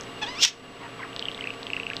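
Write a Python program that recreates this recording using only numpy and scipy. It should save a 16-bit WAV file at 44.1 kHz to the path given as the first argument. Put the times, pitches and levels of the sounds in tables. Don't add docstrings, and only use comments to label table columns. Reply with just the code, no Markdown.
import sys
import numpy as np
from scipy import signal
from scipy.fft import rfft, irfft
from scipy.io import wavfile
from scipy.ndimage import uniform_filter1d

SR = 44100
rng = np.random.default_rng(int(sys.argv[2]) if len(sys.argv) > 2 else 0)


def int16_out(signal):
    q = np.round(np.clip(np.atleast_2d(signal).T, -1, 1) * 32767)
    wavfile.write(sys.argv[1], SR, q.astype(np.int16))


N = 88200

# f/Hz, relative density/dB
ROOM_NOISE_SPECTRUM = [(25, -1.5), (75, -5), (120, -0.5), (210, 2.5), (280, 6.5), (330, 1.5), (520, 2.5),
                       (750, -2), (1100, -1), (1600, -4), (3100, -6), (4500, -13), (7000, -24.5),
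                       (10000, -30.5), (15000, -38)]
# f/Hz, rms level/dB, wander/Hz
HUM_PARTIALS = [(117.3, -55, 3), (172.4, -59, 12.5), (270, -51.5, 7.1), (394.5, -54.5, 2.14),
                (460, -51, 2.53), (690, -53.5, 1.1), (1152, -54, 15.3)]
# start t/s, peak level/dB, f/Hz, length/ms
CHATTER_PIPS = [(.0097, -21.5, 5770, 0.97), (.035, -32.5, 5940, 1.3), (1.1303, -27.5, 2940, 2.4),
                (1.1635, -17.5, 3450, 1.03), (1.1941, -14.5, 3500, 1), (1.225, -18, 3070, 3.2),
                (1.2544, -18, 3180, 3), (1.2844, -16, 2960, 4.3), (1.3155, -24, 3240, 2.1),
                (1.3466, -24, 3500, 2.3), (1.3774, -26, 3080, 1.6), (1.409, -19.5, 2980, 3.3),
                (1.4408, -20.5, 2670, 3.7), (1.4719, -18.5, 2720, 5.2), (1.5041, -20, 2730, 3.7),
                (1.5385, -26.5, 2600, 0.96), (1.6304, -23, 3570, 1.2), (1.668, -20, 2980, 1.9),
                (1.702, -19.5, 2520, 2.5), (1.7331, -15, 2770, 4.3), (1.7657, -17, 2740, 4.1),
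                (1.7989, -19, 2700, 4.7), (1.8326, -22, 2800, 3.1), (1.8664, -18, 2780, 4.5),
                (1.901, -18, 2560, 3), (1.934, -18.5, 2580, 1.8), (1.967, -15.5, 3700, 1.03)]
# t/s, pitch f/Hz, level/dB, beak resonance f/Hz
CALL_CONTOUR = [(.213, 796, -46, 2100), (.219, 853.5, -33.5, 2100), (.231, 875, -25.5, 3500),
                (.245, 809, -32, 3270), (.256, 825, -40, 3350), (.261, 835, -43, 3400),
                (.266, 862, -35, 3530), (.275, 940, -36, 3930), (.288, 967, -34, 4850),
                (.307, 1008, -40.5, 4720), (.347, 1012, -42, 4600), (.36, 1119, -39.5, 5670),
                (.38, 1199, -38, 4660), (.389, 1336, -33.5, 5400), (.406, 1410, -31, 2850),
                (.42, 1502, -60, 3000)]
# f/Hz, relative level/dB
THROAT_SPECTRUM = [(850, 0), (2600, -3), (3500, -3.5), (4300, -9.5), (6100, -13), (7000, -24), (14000, -57)]
# t/s, level/dB
SQUAWK_ENVELOPE = [(.388, -47), (.405, -35.5), (.411, -26.5), (.421, -23.5), (.427, -16), (.438, -9.5),
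                   (.444, -14), (.4505, -7), (.456, -12.5), (.467, -21), (.483, -19.5), (.495, -28),
                   (.515, -46)]
# f/Hz, bandwidth/Hz, gain/dB
THROAT_MODES = [(920, 110, -10.5), (2060, 940, -2.5), (3326, 680, 7), (5530, 790, 5), (6460, 310, 4.5),
                (8000, 1540, -3.5), (11700, 5900, -38)]
# t/s, gain/dB
DEEP_MODE_GAIN = [(.424, -11), (.441, 2.5)]
# t/s, level/dB
SQUAWK_CRACKS = [(0.4376, -2), (.4398, -6), (.4493, 2.5), (.482, -14)]
# t/s, level/dB
MUTTER_ENVELOPE = [(.78, -70), (.82, -43.5), (.89, -48), (.95, -50), (1.0, -46.5), (1.05, -45), (1.09, -55)]
# start t/s, length/s, start f/Hz, end f/Hz, level/dB, step per overtone/dB
SLUR_NOTES = [(0.803, 0.023, 1013, 1170, -42, -2), (0.824, 0.053, 951, 909, -37.5, -4.5),
              (0.988, .029, 1213, 932, -35.5, -4.5), (1.014, .014, 1650, 1530, -34.5, -6.5),
              (1.026, .016, 2440, 1440, -28.5, -33), (1.041, 0.018, 1378, 970, -38.5, -6),
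              (1.261, 0.0095, 1850, 2300, -39, -21), (1.388, 0.0099, 1990, 2280, -36.5, -35),
              (1.419, .011, 1860, 2520, -33, -32), (1.452, 0.0091, 1620, 2300, -35, -24),
              (1.482, 0.0107, 2030, 2650, -35, -12), (1.74, 0.0091, 2000, 2460, -34.5, -20),
              (1.773, 0.0094, 1670, 2200, -37, -16), (1.908, .015, 1430, 2170, -34.5, -14),
              (1.943, 0.008, 1570, 1820, -42, -8)]


def from_db(db):
    return 10 ** (np.asarray(db) / 20)


def rms_one(x):
    return x / np.sqrt(np.mean(x ** 2) + 1e-20)


def flatten(x):
    return x / np.sqrt(uniform_filter1d(x ** 2, size=300) + 1e-12)


def seconds():
    return np.arange(N) / SR


def in_time(rows):
    times, *columns = np.transpose(rows)
    return [np.interp(seconds(), times, column) for column in columns]


def during(rows):
    return (seconds() > rows[0][0]) & (seconds() < rows[-1][0])


def at_hz(points, hz):
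    f, db = np.transpose(points)
    return np.interp(np.log(hz + 1), np.log(f), db)


def noise(shape):
    f = np.arange(N // 2 + 1) * SR / N
    return rms_one(irfft(rfft(rng.standard_normal(N)) * shape(f), N))


def drift(rate_hz):
    return noise(lambda f: 1 / (1 + (f / rate_hz) ** 2))


def cut(x, hz, kind, order=2):
    return signal.sosfilt(signal.butter(order, hz, kind, fs=SR, output="sos"), x + 1e-18)


def resonate(x, hz, width_hz):
    r = np.exp(-np.pi * width_hz / SR)
    feedback = [1, -2 * r * np.cos(2 * np.pi * hz / SR), r * r]
    return signal.lfilter(np.array([1, 0, -1]) * (1 - r * r) / 2, feedback, x + 1e-18)


def phase_of(hz):
    return 2 * np.pi * np.cumsum(hz) / SR


def room_noise(level_db=-41.5, flutter_db=.6):
    air = noise(lambda f: from_db(at_hz(ROOM_NOISE_SPECTRUM, f)))
    return air * from_db(level_db + flutter_db * drift(35))


def appliance(whirr_hz=2812, whirr_db=-52.5, whine_hz=7860, whine_db=-60.5, flutter_db=1.42):
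    whirr = from_db(whirr_db) * noise(lambda f: 1 / (1 + ((f - whirr_hz) / 40) ** 2))
    whine = from_db(whine_db) * np.sqrt(2) * np.sin(phase_of(whine_hz + 50 * drift(500)))
    hum = np.zeros(N)
    for hz, db, wander_hz in HUM_PARTIALS:
        phase = phase_of(hz + wander_hz * drift(37.5)) + rng.uniform(0, 2 * np.pi)
        hum += from_db(db + flutter_db * drift(26)) * np.sqrt(2) * np.sin(phase)
    return whirr + whine + hum


def chatter(rise_share=.24, glide_per_ms=.13, steady_ms=3.3, snap_db=-10, snap_hz=4100, snap_s=.0003):
    pips = np.zeros(N)
    skew = np.log(.5) / np.log(rise_share)
    for start, db, hz, length_ms in CHATTER_PIPS:
        age = seconds() - start
        active = (age > 0) & (age < length_ms / 1000)
        age = age[active]
        progress = age * 1000 / length_ms
        glide = glide_per_ms * (length_ms - steady_ms)
        pitch = hz * (1 + glide * (progress - .5))
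        swell = np.sin(np.pi * progress ** skew) ** 2
        snap = from_db(snap_db) * np.exp(-age / snap_s) * np.sin(2 * np.pi * snap_hz * age)
        pips[active] += from_db(db) * (swell * np.sin(phase_of(pitch)) + snap)
    return cut(cut(pips, 1500, "high", order=3), 6700, "low", order=5)


def rising_call(harmonics=14, jitter=.013, shimmer_db=2.4, rasp_db=-11,
                beak_width_hz=530, beak_boost_db=9.5, easy_hz=1145, odd_loss_db_per_octave=51):
    pitch, level_db, beak_hz = in_time(CALL_CONTOUR)
    strain_octaves = np.maximum(np.log2(pitch / easy_hz), 0)
    pitch = pitch * (1 + jitter * drift(294))
    phase, voice = phase_of(pitch), np.zeros(N)
    for k in range(1, harmonics + 1):
        beak_db = beak_boost_db / (1 + (2 * (k * pitch - beak_hz) / beak_width_hz) ** 2)
        strain_db = -odd_loss_db_per_octave * strain_octaves * (k % 2)
        harmonic_db = at_hz(THROAT_SPECTRUM, k * pitch) + beak_db + strain_db + shimmer_db * drift(100)
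        voice += from_db(harmonic_db) * np.sin(k * phase + rng.uniform(0, 2 * np.pi))
    breath = noise(lambda f: from_db(at_hz(THROAT_SPECTRUM, f)) * (f > THROAT_SPECTRUM[0][0]))
    rasp = from_db(rasp_db) * breath * (1 + np.cos(phase))
    return (flatten(voice) + rasp) * from_db(level_db) * during(CALL_CONTOUR)


def open_throat(source, deep_below_hz=2500, sizzle_db=-28.5):
    source = cut(source, 680, "high")
    deep_db, = in_time(DEEP_MODE_GAIN)
    voice = np.zeros(N)
    for k, (hz, width_hz, db) in enumerate(THROAT_MODES):
        gain = from_db(db + deep_db * (hz < deep_below_hz))
        voice += (-1) ** k * gain * resonate(source, hz, width_hz)
    return cut(voice, 7250, "low", order=6) + from_db(sizzle_db) * source


def squawk(pulses_per_s=900, jitter=.3, spread_db=2.5):
    cycles = np.floor(np.cumsum(pulses_per_s * np.exp(jitter * drift(500))) / SR)
    pulses = np.diff(cycles, prepend=0) * from_db(spread_db * rng.standard_normal(N))
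    air = rng.standard_normal(N)
    voice = flatten(open_throat(rms_one(pulses) + air))
    level_db, = in_time(SQUAWK_ENVELOPE)
    impulses = np.zeros(N)
    for start, db in SQUAWK_CRACKS:
        impulses[int(start * SR)] = from_db(db)
    cracks = open_throat(impulses)
    cracks *= impulses.max() / np.abs(cracks).max()
    return voice * from_db(level_db) * during(SQUAWK_ENVELOPE) + cracks


def mutter(low_hz=840, top_hz=2010, flutter_db=2):
    level_db, = in_time(MUTTER_ENVELOPE)
    scratch = cut(rng.standard_normal(N), low_hz, "high", order=4)
    scratch = rms_one(cut(scratch, top_hz, "low", order=3))
    return scratch * from_db(level_db + flutter_db * drift(120)) * during(MUTTER_ENVELOPE)


def slurs(jitter=.04, rasp_db=-10, top_hz=3020):
    notes = np.zeros(N)
    waver = 1 + jitter * drift(290)
    for start, length, start_hz, end_hz, db, overtone_db in SLUR_NOTES:
        active = (seconds() > start) & (seconds() < start + length)
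        progress = (seconds()[active] - start) / length
        phase = phase_of(start_hz * (end_hz / start_hz) ** progress * waver[active])
        tone = sum(from_db(db + k * overtone_db) * np.sin((k + 1) * phase) for k in range(3))
        notes[active] += np.sin(np.pi * progress) ** .6 * tone
    return cut(notes * (1 + from_db(rasp_db) * drift(500)), top_hz, "low", order=3)


def reverberation(x, t60_s=.22, delay_s=.0056, top_hz=6050, level_db=-18):
    t = seconds()
    tail = cut(rng.standard_normal(N), top_hz, "low", order=1)
    tail *= 10 ** (-3 * t / t60_s) * (t > delay_s)
    return from_db(level_db) * signal.fftconvolve(x, tail / np.sqrt(np.sum(tail ** 2)))[:N]


def scene():
    bird = rising_call() + squawk() + slurs() + mutter() + chatter()
    return (bird + reverberation(bird) + room_noise() + appliance())[None]


def record(dry):
    threshold_db, cutoff_hz = -18, 14800
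    window_s, attack_s, release_s = .0062, .01, .27
    power = uniform_filter1d(dry[0] ** 2, size=int(window_s * SR))
    excess_db = np.maximum(10 * np.log10(np.maximum(power, 1e-12)) - threshold_db, 0)
    release = np.exp(-seconds() / release_s)
    held_db = np.maximum.accumulate(excess_db / release) * release
    pole = np.exp(-1 / (attack_s * SR))
    duck_db = signal.lfilter([1 - pole], [1, -pole], held_db)
    low_pass = signal.ellip(10, .2, 80, cutoff_hz, fs=SR, output="sos")
    return signal.sosfilt(low_pass, dry * from_db(-duck_db))


dry = scene()
out = record(dry)
int16_out(out)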